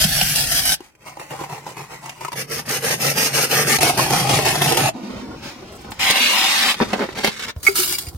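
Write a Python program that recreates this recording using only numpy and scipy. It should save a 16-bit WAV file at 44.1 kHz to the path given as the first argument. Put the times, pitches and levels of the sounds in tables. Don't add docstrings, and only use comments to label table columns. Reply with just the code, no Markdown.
import sys
import numpy as np
from scipy import signal
from scipy.fft import rfft, irfft, next_fast_len
from scipy.io import wavfile
from scipy.ndimage import uniform_filter1d, map_coordinates

SR = 44100
rng = np.random.default_rng(int(sys.argv[2]) if len(sys.argv) > 2 else 0)


def to_wav(sig):
    pcm = np.clip(np.atleast_2d(sig), -1, 1) * 32767
    pcm = np.round(pcm).astype(np.int16)
    wavfile.write(sys.argv[1], SR, pcm.T)


N = 360297
TIME = np.arange(N) / SR
SIZE = 2 * next_fast_len(N // 2 + SR // 4)
FREQ = np.fft.rfftfreq(SIZE, 1 / SR)

# pitch_hz [Hz], level_db [dB per Hz]
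ROLLING_TONE = [(71, -55), (120, -19), (165, -23), (205, -1.5), (248, 0.5), (290, -7), (330, -4.5),
                (390, -12), (611, -17), (983, -17.5), (1500, -26.5), (1950, -67), (3300, -120)]
# pitch_hz [Hz], level_db [dB per Hz]
BEAN_TONE = [(180, -22.5), (300, -40), (392, -15.5), (502, -4), (713, -5.5), (787, 3), (856, -2.5),
             (1230, -1), (1340, -6.5), (2000, 2.5), (2930, 1), (3900, -0.5), (6740, -10.5), (13300, -16.5),
             (16000, -21)]


def amp(db):
    return 10 ** (np.asarray(db) / 20)


def unit(x):
    return x / np.sqrt(np.mean(x ** 2) + 1e-20)


def along(points, hz):
    pitch_hz, value = np.transpose(points)
    return np.interp(np.log(hz + 1), np.log(pitch_hz), value)


def wobble(rate):
    knots = rng.standard_normal(int(N * rate / SR) + 4)
    return map_coordinates(knots, [TIME * rate])


def filtered(x, response):
    return irfft(rfft(x, SIZE) * response, SIZE)[..., :N]


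def colour(points):
    cepstrum = irfft(np.log(np.maximum(amp(along(points, FREQ)), 1e-6)))
    cepstrum[1:SIZE // 2] *= 2
    cepstrum[SIZE // 2 + 1:] = 0
    return np.exp(rfft(cepstrum))


def body(modes):
    response = 0
    for k, (centre, width, db) in enumerate(modes):
        damping = 1j * FREQ * width
        response = response + (-1) ** k * amp(db) * damping / (centre * centre - FREQ ** 2 + damping)
    return response


def grains(response, rate, spread_db, clump_db, clump_rate=90):
    hits = (rng.random(N) < rate / SR) * np.sign(rng.standard_normal(N))
    spread = spread_db * np.clip(rng.standard_normal(N), -2, 2)
    sizes = amp(spread + clump_db * wobble(clump_rate))
    return unit(filtered(hits * sizes, response))


def shifting(x, depth_db):
    spectrum = signal.stft(x, nperseg=1024)[2]
    patches = uniform_filter1d(rng.standard_normal(spectrum.shape), size=7, axis=0)
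    patches = uniform_filter1d(patches, size=7, axis=1)
    return unit(signal.istft(spectrum * amp(depth_db * unit(patches)), nperseg=1024)[1][:N])


def swells(rows, attack, release, sag_db_per_s=0):
    power = np.zeros(N)
    for start, end, db in rows:
        age = np.maximum(TIME - start, 0)
        after = np.maximum(TIME - end, 0)
        gain = amp(db - sag_db_per_s * age) * (1 - np.exp(-age / attack)) * np.exp(-after / release)
        power += gain ** 2
    return np.sqrt(power)


def strikes(rows, modes, ring_db, tick_db, tick_t60, chatter, bright):
    t = TIME[:SR // 4]
    radiation = 1j * FREQ / (1j * FREQ + 0.65 * modes[0][0])
    rings = [(-1) ** k * irfft(body([mode]) * radiation)[:len(t)] for k, mode in enumerate(modes)]
    tick = irfft(colour(bright))[:len(t)]
    out = np.zeros(N + SR)
    for start, db, rel_db, *_ in rows:
        rattle = rng.standard_normal(len(t)) * amp(-60 * t / 0.035)
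        snap = rng.standard_normal(len(t)) * amp(-60 * t / tick_t60)
        ring = amp(rng.normal(0, 1.8, len(modes))) @ np.array(rings)
        knock = signal.fftconvolve((t == 0) + chatter * rattle, ring)[:len(t)]
        crack = signal.fftconvolve(snap, tick)[:len(t)]
        here = out[round(start * SR):][:len(t)]
        here += amp(db + ring_db) * knock / abs(knock).max()
        here += amp(db + rel_db + tick_db) * crack / abs(crack).max()
    return out[:N]


def thuds(rows, modes):
    blows = np.zeros(N)
    for start, db in rows:
        blows[round(start * SR)] = amp(db)
    response = body(modes)
    return filtered(blows, response) / abs(irfft(response)).max()


def plops(rows, t60, plop_db, attack=0.001):
    t, out = TIME[:SR // 4], np.zeros(N)
    for start, db, *_, hz in rows:
        fade = amp(db + plop_db - 60 * t / t60) * (1 - np.exp(-t / attack))
        out[round(start * SR):][:len(t)] += fade * np.sin(2 * np.pi * hz * t)
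    return out


def background():
    # start_s [s], end_s [s], level_db [dB]
    handling = [(2.33, 3.78, -49), (3.78, 4.9, -39), (5.1, 6.1, -40.5), (6.75, 7.48, -43.5),
                (7.56, 8.17, -43.5)]
    # pitch_hz [Hz], level_db [dB per Hz]
    rumble_tone = [(21, -25), (35, -12), (82, -7), (144, -7), (169, -11), (207, -10), (612, -15),
                   (1500, -23.5), (1950, -64), (3300, -120)]
    # start_s [s], level_db [dB]
    bumps = [(5.983, -35), (7.564, -22.5), (8.074, -25), (8.148, -24.5)]
    # pitch_hz [Hz], width_hz [Hz], level_db [dB]
    worktop = [(50, 25, 3), (81, 24, 10.5), (137, 30, -8)]
    floor_db, uneven_db = -60.5, 3
    level = np.hypot(amp(floor_db), swells(handling, attack=0.004, release=0.027))
    level = level * amp(uneven_db * wobble(18))
    rumble = unit(filtered(rng.standard_normal(N), colour(rumble_tone)))
    return level * rumble + thuds(bumps, worktop)


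def pan():
    # pitch_hz [Hz], level_db [dB per Hz]
    fat_tone = [(120, -31), (200, -13), (262, -6.5), (383, -21.5), (494, -12.5), (560, -14), (734, -0.5),
                (963, -14.5), (1240, -13.5), (1570, -2), (2130, -5), (2600, -5.5), (3170, -2), (3700, -5.5),
                (5360, 0), (7400, -9), (9210, -3), (13500, -6.5), (15000, -13), (16000, -20)]
    # pitch_hz [Hz], level_db [dB per Hz]
    hob_tone = [(21, -36), (35, 2.5), (107, -6.5), (146, 3), (215, -18), (258, -6.5), (365, -27),
                (400, -20), (520, -47), (880, -120)]
    # start_s [s], end_s [s], level_db [dB]
    presses = [(0.0, 0.048, -19), (0.125, 0.222, -23.5), (0.352, 0.422, -21), (0.51, 0.598, -21),
               (0.652, 0.75, -21)]
    # start_s [s], level_db [dB], tick_db [dB against the knock]
    nudges = [(0.04, -8, -1.5), (0.213, -6, -5), (0.358, -24.5, 16.5), (0.417, -27, -1), (0.585, -29, -2),
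              (0.72, -21, 8)]
    # start_s [s], level_db [dB]
    rocks = [(0.047, -14), (0.22, -22.5)]
    # pitch_hz [Hz], width_hz [Hz], level_db [dB]
    pan_modes = [(149.4, 12, -6), (199, 24, -9), (733, 37, 2.5), (1530, 120, -13), (3010, 340, -1)]
    end_s, sizzle_db, spits_db, hob_db = 0.7433, -23, -2, -29.5
    sag_db_per_s = 10
    frying = swells([(0, end_s, 0)], attack=0.00031, release=0.0021)
    heat = frying * np.hypot(amp(sizzle_db), swells(presses, attack=0.00041, release=0.0021))
    fizz = grains(colour(fat_tone), rate=9000, spread_db=2.0, clump_db=0.3)
    spits = grains(colour(fat_tone), rate=420, spread_db=3.5, clump_db=0.5)
    sizzle = shifting(fizz + amp(spits_db) * spits, depth_db=1.7)
    hob = unit(filtered(rng.standard_normal(N), colour(hob_tone)))
    rumble = frying * amp(hob_db - sag_db_per_s * TIME) * hob
    knocks = strikes(nudges, pan_modes, ring_db=2.5, tick_db=5, tick_t60=0.013, chatter=0.1, bright=fat_tone)
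    return heat * sizzle + rumble + knocks + thuds(rocks, pan_modes[:2])


def turntable():
    # start_s [s], end_s [s], level_db [dB]
    spin = [(4.94, 5.24, -34)]
    # start_s [s], level_db [dB], pitch_hz [Hz]
    jolts = [(4.952, -24.5, 235), (5.032, -21, 212), (5.102, -23.5, 252), (5.232, -23, 254),
             (5.558, -30, 248)]
    # start_s [s], end_s [s], level_db [dB]
    shifts = [(5.02, 5.22, -47.5), (5.42, 5.495, -38)]
    # start_s [s], end_s [s], level_db [dB]
    settling = [(4.93, 5.99, -49)]
    # pitch_hz [Hz], level_db [dB per Hz]
    bin_tone = [(470, -23), (800, -9), (978, -6.5), (1900, -6.5), (2470, -6.5), (3470, -10.5),
                (5500, -10.5), (7930, -21), (9810, -25), (16000, -30)]
    # start_s [s], end_s [s], level_db [dB]
    rustles = [(5.71, 5.82, -46.5), (5.9, 5.95, -50.5)]
    # pitch_hz [Hz], level_db [dB per Hz]
    skin_tone = [(4000, -12), (7500, 3), (12000, -5), (16000, -5)]
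    roll = grains(colour(ROLLING_TONE), rate=900, spread_db=1.5, clump_db=1.6, clump_rate=15)
    roll = swells(spin, attack=0.0027, release=0.25) * roll
    bumping = plops(jolts, t60=0.077, plop_db=2.0, attack=0.0031)
    sliding = swells(shifts, attack=0.0075, release=0.036)
    trickling = swells(settling, attack=0.0061, release=0.02)
    grain = grains(colour(bin_tone), rate=7200, spread_db=1, clump_db=0.3)
    grain = amp(1.5) * np.hypot(sliding, trickling) * grain
    rustle = grains(colour(skin_tone), rate=1900, spread_db=1, clump_db=7.5)
    rustle = swells(rustles, attack=0.011, release=0.014) * rustle
    return roll + bumping + grain + rustle


def pour():
    # start_s [s], end_s [s]
    dips = [(6.116, 6.15)]
    start_s, end_s, pour_db, dip_db = 5.99, 6.712, -17, -3
    opening_s, first_trickle_db, drumming_db = 0.11, -3, -20
    opening_db = first_trickle_db * np.clip(1 - (TIME - start_s) / opening_s, 0, 1)
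    flow = amp(opening_db) * swells([(start_s, end_s, pour_db)], attack=0.0076, release=0.017)
    dip = swells([(start, end, 0) for start, end in dips], attack=0.0018, release=0.0067)
    level = flow * amp(dip_db * dip)
    rain = shifting(grains(colour(BEAN_TONE), rate=4500, spread_db=1, clump_db=0.3), depth_db=1.55)
    drumming = grains(colour(ROLLING_TONE), rate=900, spread_db=1.5, clump_db=0.8)
    return level * (amp(-0.95) * rain + amp(drumming_db) * drumming)


def slips(count):
    start_s, spacing_s, level_db, tick_db = 6.993, 0.015, -14.5, -15.5
    return [(start_s + k * spacing_s, level_db, tick_db) for k in range(count)]


def drawer():
    # start_s [s], end_s [s], rubbing_db [dB], beans_db [dB]
    tugs = [(6.759, 6.873, -38, -35.5), (6.897, 7.048, -31, -42.5), (7.143, 7.288, -37.5, -33),
            (7.387, 7.504, -39, -32.5)]
    # start_s [s], end_s [s], level_db [dB]
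    scrapes = [(6.801, 6.83, -18.5), (6.932, 6.944, -20), (6.992, 7.04, -23.5), (7.168, 7.205, -36),
               (7.238, 7.286, -30)]
    # pitch_hz [Hz], level_db [dB per Hz]
    edge_tone = [(100, -36), (200, 3.5), (330, -3), (450, 2.5), (850, -5.5), (1300, -15), (2200, -13),
                 (2900, -19), (5000, -23), (9000, -58)]
    # pitch_hz [Hz], level_db [dB per Hz]
    tray_tone = [(530, -83), (900, -9), (2140, -3), (2790, -9), (3680, -8), (5960, -13), (7860, -17.5),
                 (16000, -32)]
    # start_s [s], end_s [s], level_db [dB]
    surges = [(7.232, 7.276, -22)]
    # start_s [s], level_db [dB], tick_db [dB against the knock], pitch_hz [Hz]
    contacts = [(5.845, -29, -8, 864), (5.918, -22, -1, 860), (5.995, -33, -5, 850), (6.742, -25, 7.5, 860),
                (6.801, -7.5, -26, 970), (6.811, -6.5, -29, 223.5), (6.823, -9.5, -25, 223),
                (6.932, -7, -12.5, 760), (6.953, -19, -20, 750), (7.089, -19.5, -19, 376),
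                (7.175, -22, -5, 191), (7.187, -18, -6, 424), (7.203, -28, -17, 425), (7.236, -21, -4, 210),
                (7.245, -6, -0.5, 393), (7.273, -15.5, 3, 480), (7.281, -12.5, -12, 205),
                (7.394, -29.5, 5, 420), (7.423, -41, -12, 418), (7.493, -29.5, 4, 430)]
    # start_s [s], level_db [dB], tick_db [dB against the knock]
    latches = [(6.101, -19.5, 9), (6.108, -19, 10)]
    # pitch_hz [Hz], level_db [dB per Hz]
    snap_tone = [(1000, -6), (3000, 2.5), (6000, 0), (12000, -9), (16000, -10)]
    # pitch_hz [Hz], width_hz [Hz], level_db [dB]
    plastic = [(210, 53, 5.5), (350, 100, 1), (437, 61, 5), (590, 260, -4.5), (875, 116, 1.5),
               (1066, 91, -6), (1360, 200, -5), (1810, 220, -4.5), (2200, 450, -13.5)]
    rubbing = swells([(start, end, db) for start, end, db, _ in tugs], attack=0.014, release=0.019)
    rolling = swells([(start, end, db) for start, end, _, db in tugs], attack=0.01, release=0.19)
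    judder = rubbing * grains(body(plastic), rate=400, spread_db=3, clump_db=0.8)
    scrape = grains(colour(edge_tone), rate=1200, spread_db=1.5, clump_db=0.8)
    scrape = swells(scrapes, attack=0.002, release=0.008) * scrape
    beans = rolling * grains(colour(tray_tone), rate=1400, spread_db=3.5, clump_db=1.5)
    surge = grains(colour(BEAN_TONE), rate=1500, spread_db=1, clump_db=1.5)
    surge = swells(surges, attack=0.0055, release=0.011) * surge
    knocks = strikes(contacts + slips(count=4), plastic, ring_db=-2.0, tick_db=3.5, tick_t60=0.032,
                     chatter=0.028, bright=BEAN_TONE)
    knocks = knocks + plops(contacts, t60=0.042, plop_db=-1.0)
    latch = strikes(latches, plastic, ring_db=-1.0, tick_db=7.5, tick_t60=0.016, chatter=0.05,
                    bright=snap_tone)
    heard = swells([(0, tugs[-1][1], 0)], attack=0.01, release=0.0054)
    return heard * (judder + scrape + beans + surge + knocks + latch)


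def squeak():
    # start_s [s], end_s [s], level_db [dB]
    chirps = [(7.667, 7.681, -6.5)]
    pitch_hz = 2197
    phase = 2 * np.pi * pitch_hz * TIME + 0.29 * wobble(400)
    roughness = amp(1.6 * wobble(500))
    return swells(chirps, attack=0.0015, release=0.002) * roughness * np.sin(phase)


def jug():
    # start_s [s], end_s [s], level_db [dB at first]
    tips = [(7.63, 7.72, -31), (7.748, 7.935, -18), (7.982, 8.02, -34.5)]
    # start_s [s], end_s [s], level_db [dB]
    stirring = [(7.55, 8.17, -52.5)]
    # pitch_hz [Hz], level_db [dB per Hz]
    glass_tone = [(290, -79), (500, -42), (946, -18), (1600, -13), (2260, -11), (2610, -20), (2810, -10),
                  (3150, -10.5), (4730, -6), (6060, -10.5), (9090, -8), (16000, -10.5)]
    # pitch_hz [Hz], width_hz [Hz], level_db [dB]
    rim_modes = [(2270, 61, -3), (2800, 51, -6), (3560, 58, -15), (4300, 44, -18), (4820, 65, 1),
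                 (6900, 70, -6), (8970, 64, -1)]
    # pitch_hz [Hz], width_hz [Hz], level_db [dB]
    hollow_modes = [(153, 15, -14), (366, 6.5, 12), (960, 40, -1), (1420, 67, -2)]
    # start_s [s], level_db [dB], tick_db [dB against the knock]
    contacts = [(7.63, -32, 4.5), (7.65, -29.5, 6), (7.666, -10.5, -11), (7.672, -8, -13),
                (7.683, -8.5, -19), (7.755, -19.5, -1), (7.798, -19, -2), (7.924, -25, 5),
                (7.984, -31.5, 13), (8.085, -44, 11)]
    # pitch_hz [Hz], width_hz [Hz], level_db [dB]
    jug_modes = [(700, 30, -17), (792, 42, 2), (1030, 390, -14.5), (1320, 96, -3), (1690, 260, -22),
                 (2220, 98, -7.5), (2540, 56, -10), (4800, 79, -18)]
    # start_s [s], level_db [dB], t60_s [s to fall 60 dB], pitch_hz [Hz]
    blows = [(7.685, -13, 0.13, 394), (7.79, -17.5, 0.22, 366), (7.92, -35, 0.14, 366)]
    tipping = swells(tips, attack=0.0062, release=0.05, sag_db_per_s=42)
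    flow = np.hypot(tipping, swells(stirring, attack=0.012, release=0.03))
    patter = grains(colour(glass_tone), rate=7100, spread_db=1, clump_db=1.0)
    clicks = grains(colour(glass_tone), rate=380, spread_db=3, clump_db=0.8)
    beans = amp(0.4) * flow * unit(patter + clicks)
    rim = amp(-8.5) * grains(body(rim_modes), rate=810, spread_db=1, clump_db=8.0)
    hollow = amp(-15.0) * grains(body(hollow_modes), rate=1200, spread_db=1, clump_db=4.0)
    clinks = strikes(contacts, jug_modes, ring_db=-2.0, tick_db=9.0, tick_t60=0.042, chatter=0.05,
                     bright=glass_tone)
    booms = sum(plops([(start, db, hz)], t60, plop_db=-0.7, attack=0.0016) for start, db, t60, hz in blows)
    return beans + tipping * (rim + hollow) + clinks + squeak() + booms


def passes(rows, rise, fall, dips_db, growth, stop):
    drag_per_db = 0.046
    start, end, db = np.transpose(rows)
    bite = sum(np.interp(TIME, [a - rise, a + rise, b - fall, b + fall], [0, 1, 1, 0])
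               for a, b in zip(start, end))
    outside = np.maximum(0, np.maximum(start[0] - TIME, TIME - end[-1]))
    turning = np.exp(-(outside / stop) ** 2)
    effort_db = np.interp(TIME, np.ravel([start, end], "F"), np.repeat(db - db.mean(), 2))
    slack = (1 - np.minimum(bite, 1)) * (1 - drag_per_db * effort_db)
    return [turning * amp(db.mean() + grows * effort_db + dip_db * slack)
            for dip_db, grows in zip(dips_db, growth)]


def grate(gains, flesh, housing, cell_rate, chip_rate, clump_db, rasp_db, crunch_db, housing_db, thump_db):
    # pitch_hz [Hz], level_db [dB per Hz]
    table_tone = [(41, -51), (70, -13), (92, -15), (120, -4), (139, 7), (156, 1.5), (194, -8), (220, -8),
                  (290, -56), (480, -120)]
    rasp, chips, thump = gains
    tone = colour(flesh)
    hiss = grains(tone, rate=cell_rate, spread_db=1.5, clump_db=clump_db, clump_rate=170)
    crunch = grains(tone, rate=550, spread_db=3, clump_db=1.5, clump_rate=160)
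    cells = rasp * shifting(hiss + amp(crunch_db) * crunch, depth_db=1.6)
    shell = grains(body(housing), rate=chip_rate, spread_db=3.0, clump_db=0.6)
    shell = chips * shifting(shell, depth_db=1.5)
    feet = thump * grains(colour(table_tone), rate=400, spread_db=4, clump_db=0.8)
    return amp(rasp_db) * cells + amp(housing_db) * shell + amp(thump_db) * feet


def cucumber():
    # start_s [s], end_s [s], level_db [dB]
    strokes = [(1.055, 1.12, -40.5), (1.192, 1.248, -39.5), (1.303, 1.365, -36.5), (1.39, 1.452, -37),
               (1.493, 1.578, -37), (1.66, 1.722, -38), (1.765, 1.838, -38.5), (1.903, 1.968, -38.5),
               (2.025, 2.112, -39.5), (2.208, 2.268, -37.5)]
    # pitch_hz [Hz], level_db [dB per Hz]
    flesh = [(300, -11), (650, -6), (1000, 3.5), (1300, -5), (1700, -7), (2000, 1.5), (2610, -2.5),
             (3490, -12), (5460, -9.5), (7220, -11.5), (11000, -16), (14800, -20), (16000, -23)]
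    # pitch_hz [Hz], width_hz [Hz], level_db [dB]
    housing = [(286, 126, -6), (417, 310, -4), (547, 150, -3.5), (770, 140, -3.5), (1000, 180, -4.5),
               (1340, 260, -17)]
    # start_s [s], level_db [dB], tick_db [dB against the knock], pitch_hz [Hz]
    flicks = [(0.805, -28, -15, 364), (0.951, -56.5, 7.5, 385), (1.061, -31, -13, 986),
              (1.169, -26, -15, 850), (1.197, -21.5, -14, 986), (1.212, -25, -17, 960),
              (1.307, -19, -15, 920), (1.321, -25, -16, 520), (1.336, -22, -20, 787),
              (1.39, -23, -21, 1030), (1.412, -20, -30, 380), (1.419, -22, -22, 917),
              (1.436, -19.5, -20, 950), (1.497, -28, -16, 930), (1.525, -24, -17, 910),
              (1.665, -23.5, -18, 970), (1.768, -28, -13, 925), (1.792, -40, -12, 940),
              (1.915, -34, -16, 930), (2.06, -27.5, -9, 840), (2.094, -33.5, 4, 740),
              (2.209, -21.5, -14, 900), (2.248, -17.5, -11.5, 1284), (2.282, -23, -13, 1010),
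              (2.319, -21, -11, 990), (2.329, -17, -12.5, 905)]
    # start_s [s], end_s [s], level_db [dB]
    coasting = [(0.79, 0.86, -50.5)]
    gains = passes(strokes, rise=0.009, fall=0.029, dips_db=[-8, -13, -9], growth=[1, 1.4, 1.3], stop=0.055)
    cutting = grate(gains, flesh, housing, cell_rate=1800, chip_rate=600, clump_db=1.5,
                    rasp_db=-0.8, crunch_db=-3, housing_db=0.7, thump_db=-5.0)
    slices = strikes(flicks, housing, ring_db=-3.5, tick_db=11, tick_t60=0.017, chatter=0.1, bright=flesh)
    slices = slices + plops(flicks, t60=0.039, plop_db=1.5)
    rub = grains(colour(flesh), rate=5000, spread_db=3, clump_db=0.6)
    return cutting + slices + swells(coasting, attack=0.016, release=0.043) * rub


def potato():
    # start_s [s], end_s [s], level_db [dB]
    strokes = [(2.352, 2.44, -27.5), (2.492, 2.618, -28), (2.67, 2.795, -24), (2.825, 2.96, -21.5),
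               (2.997, 3.128, -20), (3.155, 3.293, -19.5), (3.324, 3.465, -19.5), (3.5, 3.638, -18),
               (3.66, 3.785, -18)]
    # pitch_hz [Hz], level_db [dB per Hz]
    flesh = [(590, -31.5), (1000, -6), (1240, -8), (1420, -6), (1820, -4.5), (2670, -0.5), (3830, -9),
             (4330, -5), (5250, -1), (6650, -3), (7520, -15), (8300, -4), (10000, -6.5), (13000, -7),
             (14800, -13), (16000, -28)]
    # pitch_hz [Hz], width_hz [Hz], level_db [dB]
    housing = [(247, 65, -4), (357, 37, -3), (454, 70, 1.5), (606, 180, -5.5), (798, 100, -2.5),
               (930, 100, -9), (1188, 140, -6.5), (1830, 320, -5.5), (2500, 400, -9)]
    end_s = 3.768
    gains = passes(strokes, rise=0.023, fall=0.023, dips_db=[-22, -17, -8], growth=[1, 1.1, 0.5], stop=0.018)
    cutting = grate(gains, flesh, housing, cell_rate=9000, chip_rate=1100, clump_db=1.3,
                    rasp_db=-1.23, crunch_db=-2, housing_db=-4.0, thump_db=-10.5)
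    return cutting * swells([(0, end_s, 0.008)], attack=0.001, release=0.0029)


def carrot():
    # start_s [s], end_s [s], level_db [dB]
    strokes = [(3.808, 3.908, -18.5), (3.972, 4.052, -20), (4.105, 4.218, -21), (4.288, 4.378, -20.5),
               (4.447, 4.528, -20.5), (4.615, 4.728, -20.5), (4.768, 4.892, -22)]
    # pitch_hz [Hz], level_db [dB per Hz]
    flesh = [(650, -14.5), (1100, -3.5), (1490, -4.5), (1700, -0.5), (2140, -1), (2650, 0), (3840, -5.5),
             (5270, -3), (6800, -5.5), (7620, -13.5), (8590, -5), (13100, -10.5), (14800, -18),
             (16000, -26)]
    # pitch_hz [Hz], width_hz [Hz], level_db [dB]
    housing = [(256, 51, -5), (360, 91, -1), (507, 140, -5.5), (618, 65, -3), (760, 96, 1.5),
               (898, 225, -5.5), (1070, 71, -8.5), (1294, 160, -12.5), (2640, 160, -12)]
    # start_s [s], end_s [s]
    lifts = [(3.908, 3.968)]
    # start_s [s], level_db [dB], tick_db [dB against the knock], pitch_hz [Hz]
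    catches = [(3.786, -13.5, 2, 755), (3.809, -17, 4.5, 760), (3.816, -28, 5, 506), (3.83, -6.5, 5, 719),
               (3.895, -6.5, -5, 740), (3.977, -9.5, -11, 723), (3.992, -6.5, -15, 1070),
               (4.106, -12, 2, 361), (4.134, -6, -6, 744), (4.294, -5, -4, 718), (4.389, -7.5, -4, 447),
               (4.455, -10.5, -1.5, 877), (4.477, -12, -2, 720), (4.555, -10.5, 1.5, 748),
               (4.619, -8, 0, 760), (4.713, -12, -14, 821), (4.722, -8, -2.5, 450), (4.772, -14, 5, 883),
               (4.805, -13, 5.5, 433), (4.857, -13, -2, 830), (4.886, -10.5, -4.5, 646)]
    lift_db = -6
    gains = passes(strokes, rise=0.0029, fall=0.026, dips_db=[-5.5, -3, -3], growth=[1, 0.1, 0.1], stop=0.0022)
    cutting = grate(gains, flesh, housing, cell_rate=7600, chip_rate=700, clump_db=0.3,
                    rasp_db=-0.7, crunch_db=-2, housing_db=-2.5, thump_db=-5.5)
    lifted = swells([(start, end, 0) for start, end in lifts], attack=0.0011, release=0.0033)
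    cracks = strikes(catches, housing, ring_db=-3.5, tick_db=2.5, tick_t60=0.018, chatter=0.06, bright=flesh)
    cracks = cracks + plops(catches, t60=0.052, plop_db=-2.0)
    return cutting * amp(lift_db * lifted) + cracks


def grater():
    # start_s [s], level_db [dB]
    lurches = [(1.525, -29), (3.985, -15), (4.215, -18), (4.335, -13), (4.472, -19), (4.798, -19)]
    # pitch_hz [Hz], width_hz [Hz], level_db [dB]
    feet = [(134, 14, 0)]
    return cucumber() + potato() + carrot() + thuds(lurches, feet)


def room(x, scatter_t60, near_db, tail_db, size=12288):
    # [dB, side minus mid]
    width_points = [(60, -33), (140, -27), (300, -8), (700, -4.5), (1400, -4), (3000, 0.5), (7000, 0.5),
                    (15000, -1.5)]
    # pitch_hz [Hz], t60_s [s to fall 60 dB]
    kitchen = [(200, 0.73), (2000, 0.38), (12000, 0.13)]
    t, hz = TIME[:size], np.fft.rfftfreq(2 * size, 1 / SR)
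    width = amp(along(width_points, hz))
    echo = width * amp(near_db)
    padded = np.pad(x, (size, 2 * size))
    near = np.zeros((2, len(padded)))
    fade = np.clip(9 * (1 - abs(np.linspace(-1, 1, size))) - 4, 0, 1)
    for start in range(0, N + size, size // 2):
        scatter = rfft(rng.standard_normal((2, size)) * amp(-60 * t / scatter_t60), 2 * size)
        scatter = unit(abs(scatter) ** .5) * np.exp(1j * np.angle(scatter))
        direct = rfft(padded[start:start + size] * fade, 2 * size)
        middle = (1 + echo * scatter[0]) / np.hypot(1, echo)
        mid, side = irfft(direct * [middle, width * scatter[1]])[:, :size + size // 2]
        near[:, start:start + len(mid)] += [mid + side, mid - side]
    hz, t, noise = signal.stft(rng.standard_normal((2, SR // 2)), SR, nperseg=256)
    decay = amp(-60 * t / along(kitchen, hz)[:, None])
    tail = signal.istft(noise * decay, SR, nperseg=256)[1]
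    walls = filtered(x, rfft(tail / np.linalg.norm(tail[0]), SIZE))
    return near[:, size:size + N] + amp(tail_db) * walls


def scene():
    dispenser = turntable() + pour() + drawer()
    sounds = background() + pan() + dispenser + jug() + grater()
    return room(sounds, scatter_t60=0.051, near_db=1.0, tail_db=-22.0)


def record(dry):
    top_hz = 16000
    rounded = dry / (1 + abs(dry) ** 6) ** (1 / 6)
    return filtered(rounded, FREQ < top_hz)


dry = scene()
out = record(dry)
to_wav(out)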